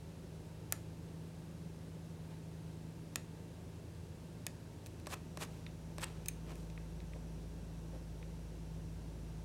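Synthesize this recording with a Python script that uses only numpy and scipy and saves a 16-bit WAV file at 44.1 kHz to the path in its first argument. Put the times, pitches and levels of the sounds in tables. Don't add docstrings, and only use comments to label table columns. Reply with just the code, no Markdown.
import sys
import numpy as np
from scipy import signal
from scipy.fft import rfft, irfft
from scipy.io import wavfile
from scipy.ndimage import uniform_filter1d

SR = 44100
rng = np.random.default_rng(int(sys.argv[2]) if len(sys.argv) > 2 else 0)


def wav_out(sig):
    wavfile.write(sys.argv[1], SR, np.round(np.clip(np.atleast_2d(sig).T, -1, 1) * 32767).astype(np.int16))


N = 416304
TIME = np.arange(N) / SR

# start_s, level_db, crack_hz, knock_edge_hz
SNIPS = [(0.7238, -3.5, 8300, 1820), (3.1581, -6, 5640, 5000), (4.4666, -9.5, 5950, 4500)]
# pitch_hz, width_hz, gain_db
CUT_MODES = [(5750, 410, 0), (6450, 1000, 0), (7400, 360, -1), (8600, 250, -8), (8900, 340, -11),
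             (9800, 3800, -5), (12100, 470, 0), (14440, 250, 8), (14950, 450, -2)]
# freq_hz, density_db
TEAR_SPECTRUM = [(300, -5), (700, 4), (1800, 13), (3000, -18), (5500, 7), (9000, 7), (12000, 0),
                 (16000, -8)]

def snips():
    ring_db, knock_db = -3.5, 1.5
    hits = [(s, db, hz, db + ring_db, db + knock_db, edge_hz) for s, db, hz, edge_hz in SNIPS]
    cuts = blade_hits(hits, CUT_MODES, ring_bounce_s=.0002, crack_width_hz=7400)
    return cuts + dying_noise(SNIPS, TEAR_SPECTRUM, gain_db=-28.5, t60_s=.016)


# start_s, level_db, crack_hz
CLACKS = [(4.8616, -26, 5500), (4.868, -30, 9100), (4.9994, -37, 7500), (6.2595, -22.5, 5500),
          (6.2842, -12, 11500), (6.5555, -33, 8000)]
# pitch_hz, width_hz, gain_db
BLADE_MODES = [(2430, 260, -4.5), (6320, 78, 5.5), (7500, 460, -11), (9000, 170, 6), (9140, 150, -9),
               (11700, 480, -10), (14200, 820, -15), (15400, 650, -4)]
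# freq_hz, density_db
CHATTER_SPECTRUM = [(1000, -20), (2500, 1), (5000, 0), (9000, 0), (12000, -1), (16000, -4)]

def clacks():
    hits = []
    for s, db, crack_hz in CLACKS:
        ring_db = 20.7 + 1.74 * db
        knock_db, knock_edge_hz = -9.5 + .51 * db, 9400
        hits.append((s, db, crack_hz, ring_db, knock_db, knock_edge_hz))
    shuts = blade_hits(hits, BLADE_MODES, ring_bounce_s=.00018, crack_width_hz=8300)
    return shuts + dying_noise(CLACKS, CHATTER_SPECTRUM, gain_db=-33, t60_s=.038)


# pitch_hz, width_hz, gain_db
KNOCK_MODES = [(630, 280, -1.5), (1140, 2200, -11.5), (1710, 140, 1.5), (2510, 260, 1), (3140, 160, -3),
               (4050, 770, -5)]

def blade_hits(hits, steel_modes, ring_bounce_s, crack_width_hz):
    cracks, steel, shoe = np.zeros((3, N))
    for s, crack_db, crack_hz, ring_db, knock_db, knock_edge_hz in hits:
        edge_hz = 2.04 * crack_hz
        jolt = low_pass(signal.unit_impulse(N, round(s * SR)), edge_hz)
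        cracks += resonate(jolt, [(crack_hz, crack_width_hz, crack_db)])
        steel += contacts([(s, ring_db, edge_hz)], bounce_s=ring_bounce_s)
        shoe += contacts([(s, knock_db, knock_edge_hz)], bounce_s=.00025)
    return cracks + resonate(steel, steel_modes) + resonate(shoe, KNOCK_MODES)


# start_s, level_db, edge_hz
SHOE_TICKS = [(5.059, -8, 7000), (5.6643, 0.5, 4500), (5.9955, -4, 4500), (6.6995, -10.5, 9000),
              (6.7763, 1, 2600), (7.0026, -8, 5000), (7.1338, -2.5, 2700), (8.2265, -3.5, 3000)]
# pitch_hz, width_hz, gain_db
SOLE_MODES = [(1130, 270, -22), (1980, 330, -14.5), (2500, 280, -12.5), (3830, 490, -15), (6750, 1500, -21)]

def shoe_ticks():
    return resonate(contacts(SHOE_TICKS, bounce_s=.0005, order=4), SOLE_MODES)


# start_s, tap_db, slide_db, time_to_peak_s, lift_s
FLICKS = [(5.0693, -5, -40.5, 0.072, 0.008), (5.3726, -6.5, -41.5, 0.055, 0.038),
          (5.9824, -7, -39.5, 0.054, 0.013)]
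# pitch_hz, width_hz, gain_db
LEATHER_MODES = [(266, 41, 1), (597, 44, 7), (800, 160, -2), (1105, 150, 1), (1670, 260, -5.5),
                 (2530, 600, -9), (4100, 900, -11), (5700, 900, -11.5), (8300, 1300, -11.5),
                 (13100, 2900, -19), (137, 27, 11)]

def taps(edge_hz=12000):
    landings = [(s, tap_db, edge_hz) for s, tap_db, *_ in FLICKS]
    return resonate(contacts(landings, bounce_s=.0004, direct=.88), LEATHER_MODES)


# peak_s, level_db, relative_hiss_db, rise_s, fall_s
BRUSHES = [(2.32, -64.5, -12, .06, .06), (2.68, -66.5, -13, 0.037, .06), (5.54, -66.5, -4.5, 0.17, 0.2),
           (6.07, -60.5, -10, 0.025, 0.37), (6.52, -54.5, -10, 0.087, 0.023),
           (6.59, -66.5, -1, 0.085, 0.15)]
# freq_hz, density_db
RUB_BODY_SPECTRUM = [(150, -2.5), (500, 3.5), (1200, 0.5), (1750, -4.5), (2500, -2.5), (3400, -7),
                     (6000, -18.5), (15000, -50)]
RUB_HISS_SPECTRUM = [(1500, -15), (4000, 0), (7500, 2.5), (10500, -1.5), (12500, -4), (15300, -11),
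                     (16300, -34)]
# pitch_hz, width_hz, gain_db
RASP_MODES = [(1110, 230, -4), (2550, 550, -3)]

def swipes(rest_s=.0085, grain_db=3.0, slips_per_s=1300):
    body, hiss, rasp = np.zeros((3, N))
    for s, _, db, time_to_peak_s, lift_s in FLICKS:
        speed = stroke(s + time_to_peak_s, time_to_peak_s - rest_s, lift_s)
        body += amp(db - 1.8) * speed ** 1.96
        hiss += amp(db - 7.5) * speed ** 1.3
        rasp += amp(db - 6.5) * speed ** 3.6
    for peak_s, db, hiss_db, rise_s, fall_s in BRUSHES:
        friction = amp(db) * stroke(peak_s, rise_s, fall_s) ** 1.46
        body += friction
        hiss += amp(hiss_db) * friction
    grain = rms_one(amp(grain_db * drift(rate_hz=570)))
    slips = (rng.random(N) < slips_per_s / SR) * rng.standard_normal(N)
    rubbing = body * noise(RUB_BODY_SPECTRUM) + hiss * noise(RUB_HISS_SPECTRUM)
    return grain * rubbing + rasp * rms_one(resonate(slips, RASP_MODES))


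# start_s, level_db, length_s
NAIL_ZIP = [(6.04, -38.5, 0.005)]
# pitch_hz, width_hz, gain_db
NAIL_MODES = [(2600, 510, 3), (5300, 540, -6), (7100, 500, -0.5), (8000, 410, 2.5), (9400, 1200, -6)]

def nail_zip():
    pressure = sum(amp(db) * ((TIME > s) & (TIME < s + length_s)) for s, db, length_s in NAIL_ZIP)
    return uniform_filter1d(pressure, size=40) * resonant_noise(NAIL_MODES)


# peak_s, level_db, half_width_s
GRIPS = [(6.515, -59.5, 0.048), (7.163, -50.5, 0.01), (7.95, -52, 0.02)]
# pitch_hz, width_hz, gain_db
HOLLOW_MODES = [(264, 61, 2), (564, 120, 5)]

def grip():
    pressure = sum(amp(db) * bump(s, half_width_s) for s, db, half_width_s in GRIPS)
    return pressure * resonant_noise(HOLLOW_MODES)


def reflections(sound, build_s=.004, t60_s=.26, edge_hz=3800, gain_db=-17):
    t = TIME[:SR // 2]
    scatter = low_pass(rng.standard_normal(len(t)), edge_hz, order=1)
    tail = scatter * amp(-60 * t / t60_s) * (1 - np.exp(-t / build_s))
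    return amp(gain_db) * signal.fftconvolve(sound, tail / np.linalg.norm(tail))[:N]


# speed_multiple, rms_db
MOTOR_ORDERS = [(1, -81), (3, -59), (4, -58.5), (5, -65.5), (7, -73), (9, -71), (16, -83.5)]
# centre_s, depth_db, half_width_s
NOTE_DIPS = [(0.05, 2.5, 0.4), (3.8, 3.5, 0.31), (4.85, 7.5, 0.55)]

def motor_hum(turns_hz=26.94, wander=.00455):
    speed_hz = turns_hz * (1 + wander * drift(rate_hz=2.05))
    steady = sum(tone(multiple * speed_hz, db, waver_db=2.0) for multiple, db in MOTOR_ORDERS)
    boom_db = -65 + 15.5 * ramp(start_s=4.9, rise_s=1.7)
    note_db = -51.5 - sum(depth_db * bump(s, half_width_s) for s, depth_db, half_width_s in NOTE_DIPS)
    boom = tone(2 * speed_hz, boom_db, waver_db=.5)
    note = tone(6 * speed_hz, note_db, waver_db=1.0)
    return steady + boom + note


# pitch_hz, rms_db
MAINS = [(60, -71), (120, -66.5), (180, -65), (240, -76)]

def drone_and_mains():
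    drone = tone(hz=90.04, db=-61.5, waver_db=3.5)
    return drone + sum(tone(hz, db, waver_db=3.5) for hz, db in MAINS)


# freq_hz, density_db
AIR_SPECTRUM = [(20, -22), (42, -12), (65, -6), (110, -5.5), (150, 6.5), (205, 0), (320, 1.5), (580, -6),
                (780, -12.5), (1050, -16), (1300, -19.5), (6000, -25), (10000, -28), (16000, -38)]
# pitch_hz, width_hz, gain_db
WHIRR_MODES = [(895.6, 30, -2.5), (1594, 124, -14.5), (2700, 90, -15.5), (3930, 110, -19.5)]
THIN_HISS_MODES = [(5780, 370, 0)]

def air():
    whirr = amp(-72) * resonant_noise(WHIRR_MODES)
    thin_hiss = amp(-78.5) * ramp(start_s=4.2, rise_s=1.4) * resonant_noise(THIN_HISS_MODES)
    return amp(-55) * noise(AIR_SPECTRUM) + whirr + thin_hiss


def contacts(hits, bounce_s, direct=.8, order=2):
    size = 4096
    force = np.zeros(N + size)
    for s, db, edge_hz in hits:
        push = signal.unit_impulse(size)
        for lag in 1 + (rng.random(5) * bounce_s * SR).astype(int):
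            path = np.r_[direct, np.zeros(lag), 1]
            push = signal.lfilter(path, path[::-1], push)
        at = round(s * SR)
        force[at:at + size] += amp(db) * low_pass(push, edge_hz, order)
    return force[:N]


def resonate(force, modes):
    out = np.zeros(N)
    for k, (hz, width_hz, db) in enumerate(modes):
        radius = np.exp(-np.pi * width_hz / SR)
        poles = [1, -2 * radius * np.cos(2 * np.pi * hz / SR), radius ** 2]
        gain = (-1) ** k * amp(db) * (1 - radius ** 2) / 2
        out += gain * signal.lfilter([1, 0, -1], poles, force + 1e-18)
    return out


def dying_noise(hits, spectrum, gain_db, t60_s):
    envelope = np.zeros(N)
    for s, db, *_ in hits:
        decay_db = 60 * np.maximum(TIME - s, 0) / t60_s
        envelope += amp(db + gain_db - decay_db) * (TIME >= s)
    return envelope * noise(spectrum)


def tone(hz, db, waver_db):
    phase = 2 * np.pi * (np.cumsum(hz * np.ones(N)) / SR + rng.random())
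    return np.sqrt(2) * amp(db + waver_db * drift(rate_hz=2.0)) * np.sin(phase)


def resonant_noise(modes):
    return rms_one(resonate(rng.standard_normal(N), modes))


def noise(spectrum):
    hz, db = np.transpose(spectrum)
    bins_hz = np.maximum(np.arange(N // 2 + 1) * SR / N, 1)
    gain = amp(np.interp(np.log(bins_hz), np.log(hz), db))
    return rms_one(irfft(rfft(rng.standard_normal(N)) * gain, N))


def drift(rate_hz):
    bins_hz = np.arange(N // 2 + 1) * SR / N
    return rms_one(irfft(rfft(rng.standard_normal(N)) / (1 + (bins_hz / rate_hz) ** 2), N))


def stroke(peak_s, rise_s, fall_s):
    return np.interp(TIME, [peak_s - rise_s, peak_s, peak_s + fall_s], [0, 1, 0])


def bump(peak_s, half_width_s):
    return np.exp(-((TIME - peak_s) / half_width_s) ** 2)


def ramp(start_s, rise_s):
    return np.clip((TIME - start_s) / rise_s, 0, 1)


def low_pass(x, edge_hz, order=2):
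    return signal.sosfilt(signal.butter(order, min(edge_hz, .45 * SR), fs=SR, output="sos"), x)


def rms_one(x):
    return x / np.sqrt(np.mean(x ** 2) + 1e-20)


def amp(db):
    return 10 ** (np.asarray(db) / 20)


def scene():
    scissors = snips() + clacks()
    handling = shoe_ticks() + taps() + swipes() + nail_zip() + grip()
    work = scissors + handling
    return (work + reflections(work) + motor_hum() + drone_and_mains() + air())[None]


def record(dry):
    cutoff_hz = 16500
    return signal.sosfilt(signal.ellip(10, .1, 70, cutoff_hz, fs=SR, output="sos"), dry)


dry = scene()
out = record(dry)
wav_out(out)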